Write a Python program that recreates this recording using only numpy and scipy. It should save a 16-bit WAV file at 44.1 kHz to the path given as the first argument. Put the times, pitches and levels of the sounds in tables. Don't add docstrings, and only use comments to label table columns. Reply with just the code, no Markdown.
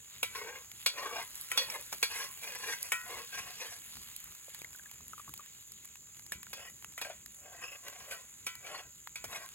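import sys
import numpy as np
from scipy import signal
from scipy.fft import rfft, irfft, next_fast_len
from scipy.io import wavfile
from scipy.ndimage import uniform_filter1d, map_coordinates

SR = 44100
rng = np.random.default_rng(int(sys.argv[2]) if len(sys.argv) > 2 else 0)


def master(y):
    cut = np.clip(np.atleast_2d(y).T, -1, 1)
    pcm = np.round(cut * 32767)
    wavfile.write(sys.argv[1], SR, pcm.astype(np.int16))


N = 420713


def amp(db):
    return 10 ** (np.asarray(db) / 20)


def unit(x):
    return x / np.sqrt(np.mean(x ** 2) + 1e-20)


def along(points, hz):
    f, v = np.transpose(points)
    return np.interp(np.log(hz + 1), np.log(f + 1), v)


def curve(rows, column):
    rows = np.asarray(rows)
    return np.interp(np.arange(N) / SR, rows[:, 0], rows[:, column])


def add(track, s, sound):
    track[round(s * SR):][:len(sound)] += sound


def wobble(rate):
    coarse = np.arange(0, N + 64, 64)
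    knots = rng.standard_normal(int(N * rate / SR) + 4)
    values = map_coordinates(knots, [coarse * rate / SR])
    return np.interp(np.arange(N), coarse, values)


def filtered(x, response):
    m = next_fast_len(N + SR // 2)
    hz = np.fft.rfftfreq(m, 1 / SR)
    return irfft(rfft(x, m) * response(hz), m)[..., :N]


def coloured(x, spectrum):
    return unit(filtered(x, lambda hz: amp(along(spectrum, hz))))


def grit(rate, spread_db, smooth):
    size_db = spread_db * np.minimum(rng.exponential(size=N), 3)
    signs = np.sign(rng.standard_normal(N))
    clicks = (rng.random(N) < rate / SR) * amp(size_db) * signs
    return unit(clicks) + smooth * rng.standard_normal(N)


def patchy(x, depth_db):
    z = signal.stft(x, nperseg=512)[2]
    field = uniform_filter1d(rng.standard_normal(z.shape), size=30, axis=0)
    field = uniform_filter1d(field, size=16, axis=1)
    return signal.istft(z * amp(depth_db * unit(field)), nperseg=512)[1][:N]


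# frequency_hz, relative_level_db
FAT_SPECTRUM = [(200, -17), (600, -11), (1200, -2), (2200, 1.5), (4000, 3.5), (6000, -4.5), (9000, 5.5),
                (12000, 2.5), (16000, -0.5)]
# start_s, level_db
SIZZLE_LEVEL = [(0.0, -58.5), (0.3, -55), (0.38, -51), (0.7, -55.5), (1.31, -49), (1.63, -48), (1.79, -50),
                (2.48, -50.5), (2.72, -49), (3.09, -49), (3.7, -52.5), (4.13, -52), (4.87, -55.5),
                (6.07, -59.5), (6.52, -59.5), (7.66, -59.5), (7.93, -55), (9.1, -61), (9.54, -54.5)]


def sizzle():
    bursts = coloured(grit(500, spread_db=7.5, smooth=1.46), FAT_SPECTRUM)
    fizz = amp(0.8 * wobble(10)) * patchy(bursts, depth_db=2)
    clumps = amp(-11 + 3.5 * wobble(6))
    crackle = clumps * coloured(grit(40, spread_db=4, smooth=0), FAT_SPECTRUM)
    return amp(curve(SIZZLE_LEVEL, column=1)) * (fizz + crackle)


# frequency_hz, relative_level_db
FLUTTER_SPECTRUM = [(20, -33), (53, 3.5), (118, -1), (214, -5.5), (280, -13.5), (316, -11.5), (500, -18),
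                    (650, -64)]
# start_s, level_db
PUFFS = [(3.951, -59), (5.0, -60), (5.281, -56), (6.35, -55), (9.249, -56)]


def flames():
    puffs, t = np.zeros(N + SR), np.arange(SR // 5) / SR
    for s, db in PUFFS:
        add(puffs, s, amp(db - 60 * t / 0.24) * np.minimum(t / 0.0016, 1))
    steady = amp(-68.0 + 2.5 * wobble(24))
    return (steady + puffs[:N]) * coloured(rng.standard_normal(N), FLUTTER_SPECTRUM)


# frequency_hz, relative_level_db
INSECT_SPECTRUM = [(5600, -29), (6300, -9.5), (6900, -4), (7200, -3.5), (7600, -9), (8200, -25.5)]


def insects():
    level_db = -56.0 + 0.16 * wobble(1.86) + 0.13 * wobble(280)
    return amp(level_db) * coloured(rng.standard_normal(N), INSECT_SPECTRUM)


CLACK_DB, PING_DB = -15, -8
REACH_DB_PER_OCTAVE = 3.5
HELD_DB, HELD_BELOW_HZ = -7, 2420
# start_s, strength_db, thud_db (over strength), blade_ring_db,
# pan_ring_db (both over strength), best_hit_hz, place (0 wall to 1 floor)
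TAPS = [(0.2297, -16, -13.5, -24.5, -30, 2740, 0.88), (0.35, -31.5, -25, -15, -22, 1770, 0.25),
        (0.8617, -14.5, -13.5, -15.5, -31, 4500, 0.24), (1.516, -20, -15.5, -33, -22, 1940, 0.26),
        (1.5748, -17, -11, -12, -35, 3450, 0.27), (1.6998, -23.5, -23, -30, -28, 5500, 0.3),
        (1.926, -30.5, 0.5, -19.5, -42, 900, .5), (2.0283, -14, -15, -17, -45.5, 2430, 0.17),
        (2.9199, -14.5, -16, -44, -20, 1880, 0.11), (6.32, -24.5, -13, -23, -30.5, 1720, 0.77),
        (6.5302, -40, 4.5, -4, -38, 2180, .5), (6.9783, -26.5, -15.5, -34, -22, 2000, 0.33),
        (7.0142, -30, -4, -11, -39, 1750, 0.41), (7.0481, -35.5, -14, -12.5, -20, 1680, 0.47),
        (8.111, -32, -21, -14, -16.5, 2580, 0.42), (8.4663, -22.5, -13.5, -22.5, -19.5, 2455, 0.72),
        (8.6637, -34.5, -25, -17, -14.5, 2380, 0.49), (8.7777, -42, -12, -11, -11, 1860, 0.29),
        (9.157, -28.5, -16.5, -22, -21.5, 2330, 0.49), (9.241, -30.5, -3.5, -33, -30, 2300, 0.08)]
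# frequency_hz, width_hz, level_db
BLADE_MODES = [(480, 55, -4), (920, 60, -5), (1060, 60, -2), (1625, 50, 0), (1885, 50, -2), (2130, 80, -2),
               (2372, 45, -2), (2490, 60, 1), (2780, 50, -2), (3390, 30, -3), (3900, 35, -3), (4365, 32, 0),
               (4788, 28, -5), (5470, 45, -3), (5706, 45, -3), (5846, 40, -4), (6082, 40, -4),
               (7110, 35, -6), (8025, 40, -10), (10450, 35, -9), (11090, 90, 1), (11500, 70, -5)]
# frequency_hz, wall_level_db, floor_level_db (where struck), t60_s
PAN_MODES = [(668, -10, -18, .19), (1018, -9, -10, .48), (1343, -4, -9, .42), (1469, -3, -22, .5),
             (1507, -22, -6, .38), (1899, -1, -22, .45), (1987, -20, -2, .55), (2304, -20, 2, .5),
             (2532, -2, -6, .3), (3070, -8, 0, .25), (3547, -16, -3, .25), (5281, -8, -18, .25),
             (5980, -12, 2, .12), (6680, 2, -6, .13), (7607, 0, -12, .15)]
# frequency_hz, relative_level_db
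CLACK_SPECTRUM = [(500, -60), (1400, -1), (2600, 8), (4300, -6), (6500, 2), (9000, 5), (12000, 0.5),
                  (16000, -10)]
# frequency_hz, relative_level_db
THUD_SPECTRUM = [(150, -17.5), (350, -9), (470, -3), (620, -5.5), (2000, -11)]


def tap_modes(best_hz, blade_db, pan_db, place):
    modes = []
    for hz, width, level in BLADE_MODES:
        held = HELD_DB * (hz < HELD_BELOW_HZ)
        modes.append((hz, level + blade_db + held, 6 / width))
    for hz, wall, floor, t60 in PAN_MODES:
        modes.append((hz, np.interp(place, [0, 1], [wall, floor]) + pan_db, t60))
    for hz, level, t60 in modes:
        reach = REACH_DB_PER_OCTAVE * abs(np.log2(hz / best_hz))
        yield hz, level - reach + rng.normal(0, 2.5), t60


def tapping():
    clack, thud, ring = np.zeros((3, N + SR))
    t = np.arange(SR // 2) / SR
    two_decays = 2.13 * amp(-60 * t / 0.0092) + amp(-60 * t / 0.15)
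    clack_shape = two_decays * np.minimum(t / 0.00041, 1)
    onset = np.minimum(t / 0.00085, 1)
    for s, db, thud_db, blade_db, pan_db, best_hz, place in TAPS:
        add(clack, s, amp(db + CLACK_DB) * clack_shape)
        add(thud, s, amp(db + thud_db - 60 * t / 0.061) * np.minimum(t / 0.0016, 1))
        ping = onset * np.sin(2 * np.pi * best_hz * t)
        add(ring, s, amp(db + PING_DB - 60 * t / 0.03) * ping)
        for hz, level, t60 in tap_modes(best_hz, blade_db, pan_db, place):
            tone = np.sin(2 * np.pi * (hz * t + rng.random()))
            add(ring, s, amp(db + level - 60 * t / t60) * onset * tone)
    noise = rng.standard_normal((2, N))
    peaks_db = 7 * wobble(18)

    def clack_response(hz):
        return amp(along(CLACK_SPECTRUM, hz) + peaks_db[(hz / SR * N).astype(int)])

    partials = unit(filtered(noise[0], clack_response))
    return clack[:N] * partials + thud[:N] * coloured(noise[1], THUD_SPECTRUM) + ring[:N]


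PRESS_DB_PER_S, LIFT_DB_PER_S = 278, 324
SNAG_RISE_S, SNAG_T60_S = 0.006, 0.083
# start_s (full contact), lift_s, first_level_db, last_level_db,
# egg_share (on the blade, 0-1), dry_rasp_db (over scrape), tilt_db_per_octave
STROKES = [(0.376, 0.568, -38.5, -45.5, 0, -28, -3.5), (0.969, 1.216, -40, -39.5, 0.09, -18.5, -2.5),
           (1.601, 1.7, -34.5, -47, 0.09, -13, -1), (1.737, 1.784, -41, -44.5, 0.1, -7.5, -3),
           (2.11, 2.233, -41.5, -34.5, 0.2, -6.5, 1.5), (2.444, 2.553, -41.5, -42.5, 0.09, -10, -0.5),
           (2.627, 2.722, -39, -33.5, 0.05, -9.5, -0.5), (2.85, 2.871, -47.5, -51, 0.3, 1.5, 3.5),
           (3.087, 3.19, -40, -42.5, 0.13, -15, -3), (3.341, 3.512, -42.5, -47, 0.28, -8.5, 1.5),
           (3.602, 3.726, -43.5, -44, 0.09, -11, 0), (6.598, 6.666, -44.5, -50, 1, -9.5, 3.5),
           (7.096, 7.097, -54, -44, 0.54, -13, -1.5), (7.447, 7.54, -54.5, -52, 0.87, -17, -1),
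           (7.641, 7.745, -45.5, -52, 0.96, -10, 1.5), (7.86, 8.046, -51, -57, 0.3, -9, -0.5),
           (8.113, 8.192, -48, -56, 0.87, -5, 0), (8.674, 8.795, -47.5, -45.5, 0.72, -12, -0.5),
           (9.328, 9.44, -41, -49, 0.25, -9, -1.5)]
# peak_s, level_db, note_hz
SNAGS = [(0.356, -40, 1080), (0.56, -50, 2130), (0.98, -42, 1864), (1.03, -43.5, 1870), (1.13, -43.5, 480),
         (1.16, -40.5, 886), (1.195, -44.5, 922), (1.745, -41.5, 2094), (2.151, -44, 2010),
         (2.554, -47, 2560), (2.658, -48, 1710), (2.735, -42.5, 2140), (3.114, -47.5, 441),
         (3.374, -44, 2320), (3.666, -47, 3120), (7.019, -44.5, 2480), (7.053, -45, 1596),
         (8.123, -43, 1540), (8.648, -46.5, 2295), (8.718, -43.5, 608), (8.751, -49, 1960),
         (9.35, -42, 2150)]


def pressure():
    push, manner, t = np.zeros(N), np.zeros((3, N)), np.arange(N) / SR
    for start, lift, first_db, last_db, *values in STROKES:
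        drag_db = np.interp(t, [start, lift], [first_db, last_db])
        press_db = PRESS_DB_PER_S * np.maximum(start - t, 0)
        lift_db = LIFT_DB_PER_S * np.maximum(t - lift, 0)
        drag = amp(drag_db - press_db - lift_db)
        push += drag
        manner += drag * np.array(values)[:, None]
    manner /= push
    for s, db, _ in SNAGS:
        rise = np.clip(1 + (t - s) / SNAG_RISE_S, 0, 1)
        push += amp(db - 60 * np.maximum(t - s, 0) / SNAG_T60_S) * rise
    return push, manner


NOTE_DB, NOTE_T60_S = 2, 0.11


def snag_notes():
    out, t = np.zeros(N + SR), np.arange(SR // 5) / SR
    decay = amp(-60 * np.maximum(t - SNAG_RISE_S, 0) / NOTE_T60_S)
    shape = np.minimum(t / SNAG_RISE_S, 1) * decay
    for s, db, hz in SNAGS:
        drift = np.cumsum(rng.standard_normal(len(t))) * 0.044
        note = np.sin(2 * np.pi * hz * t + drift)
        add(out, s - SNAG_RISE_S, amp(db + NOTE_DB) * shape * note)
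    return out[:N]


FLEX_SHARE, FLEX_BELOW_HZ = 0.04, 2700
RUBBED_BELOW_HZ = 6200


def resonant(x, modes, tilt_db, wander_db):
    out, t = np.zeros(N), np.arange(N) / SR
    bends = [np.cumsum(FLEX_SHARE * wobble(8)) / SR for _ in range(3)]
    rubbed = [mode for mode in modes if mode[0] < RUBBED_BELOW_HZ]
    for k, (hz, width, db) in enumerate(rubbed):
        bend = bends[k % 3] * (hz < FLEX_BELOW_HZ)
        turn = np.exp(2j * np.pi * hz * (t + bend))
        sharp = np.exp(-np.pi * width / SR)
        broad = np.exp(-4 * np.pi * width / SR)
        gain = (1 - sharp) * (1 - broad)
        ring = signal.lfilter([gain], np.poly([sharp, broad]), x * turn.conj())
        level_db = db + tilt_db * np.log2(hz / 1500) + wander_db * wobble(12)
        out += 2 * (ring * turn).real * amp(level_db)
    return out


BARE_DB, LOADED_DB = 12, 15
# frequency_hz, width_hz, level_db
LOADED_MODES = [(580, 90, 0), (690, 80, -2), (1100, 60, -4), (1370, 60, -7), (1595, 50, 0), (1970, 70, -3),
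                (2120, 70, -5), (2590, 120, 0), (2960, 70, -5), (3420, 80, -8), (4800, 90, -12),
                (5310, 80, -10)]
# frequency_hz, relative_level_db
RASP_SPECTRUM = [(1500, -7.5), (4000, -29), (7000, 11), (10500, 13), (13000, 5.5), (16000, -12)]


def scraping():
    push, (egg, rasp_db, tilt_db) = pressure()
    egg = np.clip(egg, 0, 1)
    chatter = amp(2.4 * wobble(70) + 1.5 * wobble(22))
    slips = push * unit(chatter * grit(900, spread_db=2.5, smooth=0.37))
    bare = resonant(np.sqrt(1 - egg) * slips, BLADE_MODES, tilt_db, wander_db=3.2)
    loaded = resonant(np.sqrt(egg) * slips, LOADED_MODES, tilt_db, wander_db=3.5)
    hiss = coloured(chatter * grit(1500, spread_db=-3.0, smooth=0.58), RASP_SPECTRUM)
    rasp = push * amp(rasp_db) * hiss
    rung = amp(BARE_DB) * bare + amp(LOADED_DB) * loaded
    rung = filtered(rung, lambda hz: (hz / (hz - 300j)) ** 2)
    return rung + rasp + snag_notes()


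# start_s, strength_db, low_reach_db (over strength)
SPITS = [(0.716, -34, -15), (1.355, -24.5, -44), (1.412, -23.5, -47), (1.812, -29, -35), (1.946, -28, -37),
         (2.1177, -24, -35), (2.154, -25, -35), (2.556, -32, -28), (2.829, -16, -47), (3.9697, -37, -12),
         (4.164, -23.5, -44), (4.2028, -30, -37), (4.242, -27, -31), (4.3503, -32, -23),
         (4.547, -27, -25.5), (4.5904, -31, -32), (4.731, -34, -22), (4.7606, -32, -34),
         (4.914, -34.5, -18), (5.0814, -31.5, -34), (5.293, -34, -23), (5.339, -24, -27.5),
         (5.377, -29, -29), (5.72, -28.5, -34), (5.848, -34.5, -25), (5.8545, -31.5, -27),
         (5.956, -40, -13), (6.195, -35, -21), (6.2647, -31, -30), (6.431, -32.5, -17), (6.6995, -39, -24),
         (6.825, -40, -14), (6.8459, -35.5, -10), (6.9233, -38, -24), (7.261, -30, -24), (7.883, -33, -11),
         (7.899, -34, -24), (8.554, -29, -23), (9.0733, -39.5, -5)]
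# frequency_hz, gain_db
TICK_RESPONSE = [(1500, -44), (4000, -4.5), (8000, 0), (13000, 5.5), (16000, -8)]
# frequency_hz, gain_db
POP_RESPONSE = [(300, -14), (900, 23), (2500, 25.5), (6000, 14)]


def spits():
    bright, low = np.zeros((2, N + SR))
    t = np.arange(SR // 50) / SR
    for s, db, low_db in SPITS:
        spray = 0.3 * amp(-60 * t / 0.015) * rng.standard_normal(len(t))
        burst = (t == 0) + spray
        add(bright, s, amp(db) * burst)
        add(low, s, amp(db + low_db) * burst)
    ticks = filtered(bright[:N], lambda hz: amp(along(TICK_RESPONSE, hz)))
    pops = filtered(low[:N], lambda hz: amp(along(POP_RESPONSE, hz)))
    return ticks + pops


SHELL_GLIDE = 0.04
# start_s, level_db, hollow_hz, t60_s
SHELL_CRACKS = [(4.482, -43.5, 533, 0.025), (4.598, -45, 3600, 0.03), (4.618, -26, 2600, 0.0063),
                (4.646, -26.5, 2100, 0.013), (4.749, -40, 1490, 0.019), (4.794, -39.5, 1590, 0.024),
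                (4.858, -40.5, 1680, 0.032), (4.895, -42.5, 2280, 0.018), (5.006, -41, 930, 0.0082),
                (5.133, -33.5, 1224, 0.027), (5.179, -40, 1130, 0.028), (5.196, -36.5, 1175, 0.034),
                (5.277, -43, 1125, 0.055), (5.293, -37, 1230, 0.011), (5.394, -41.5, 1130, 0.055),
                (6.468, -34, 1400, 0.01)]


def eggshell():
    out, t = np.zeros(N + SR), np.arange(SR // 10) / SR
    for s, db, hz, t60 in SHELL_CRACKS:
        roughness = np.cumsum(rng.standard_normal(len(t))) * 0.078
        glide = 2 * np.pi * hz * SHELL_GLIDE * t60 / 7 * (1 - amp(-60 * t / t60))
        drift = roughness + glide
        tone = np.sin(2 * np.pi * hz * t + drift)
        tone += 0.15 * np.sin(2 * np.pi * 2.1 * hz * t + 2 * drift)
        hollow = amp(-60 * t / max(t60, 0.005)) * np.minimum(t / 0.0016, 1) * tone
        snap = 0.44 * amp(-60 * t / 0.0046) * rng.standard_normal(len(t))
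        add(out, s, amp(db) * (hollow + snap))
    return out[:N]


# frequency_hz, level_db
SCATTER_LEVEL = [(100, -9), (1000, -12), (5000, -3), (6800, -7), (9000, -13), (15000, -4)]


def scattered(x):
    hz, _, z = signal.stft(x, SR, nperseg=256)
    turn = np.exp(2j * np.pi * rng.random((2, *z.shape)))
    level = amp(along(SCATTER_LEVEL, hz))[:, None]
    return signal.istft(z * turn * level, SR, nperseg=256)[1][:, :N]


# frequency_hz, left_lead_rad
PORT_LEAD = [(0, 0), (1890, .9), (4740, 2.9), (5600, 3.2), (6630, .9), (7490, -.5), (8600, -3),
             (9560, -3.3), (10700, -5.8), (12100, -6.6), (13200, -9.3), (14400, -9.6), (15200, -12.5),
             (16500, -12.6)]
# frequency_hz, left_minus_right_db
PORT_TILT = [(60, 1.5), (300, 1), (950, 4), (2400, 1.5), (5000, -1), (15000, -1.5)]


def scene():
    x = sizzle() + flames() + insects() + tapping() + scraping() + spits() + eggshell()
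    side = np.array([[1], [-1]]) / 2
    lead_hz, lead = np.transpose(PORT_LEAD)

    def port_response(hz):
        return amp(side * along(PORT_TILT, hz)) * np.exp(1j * side * np.interp(hz, lead_hz, lead))

    return filtered(x, port_response) + scattered(x)


TOP_HZ = 15950


def record(dry):
    return filtered(dry, lambda hz: (hz / (hz - 35j)) ** 2 * (hz < TOP_HZ))


dry = scene()
out = record(dry)
master(out)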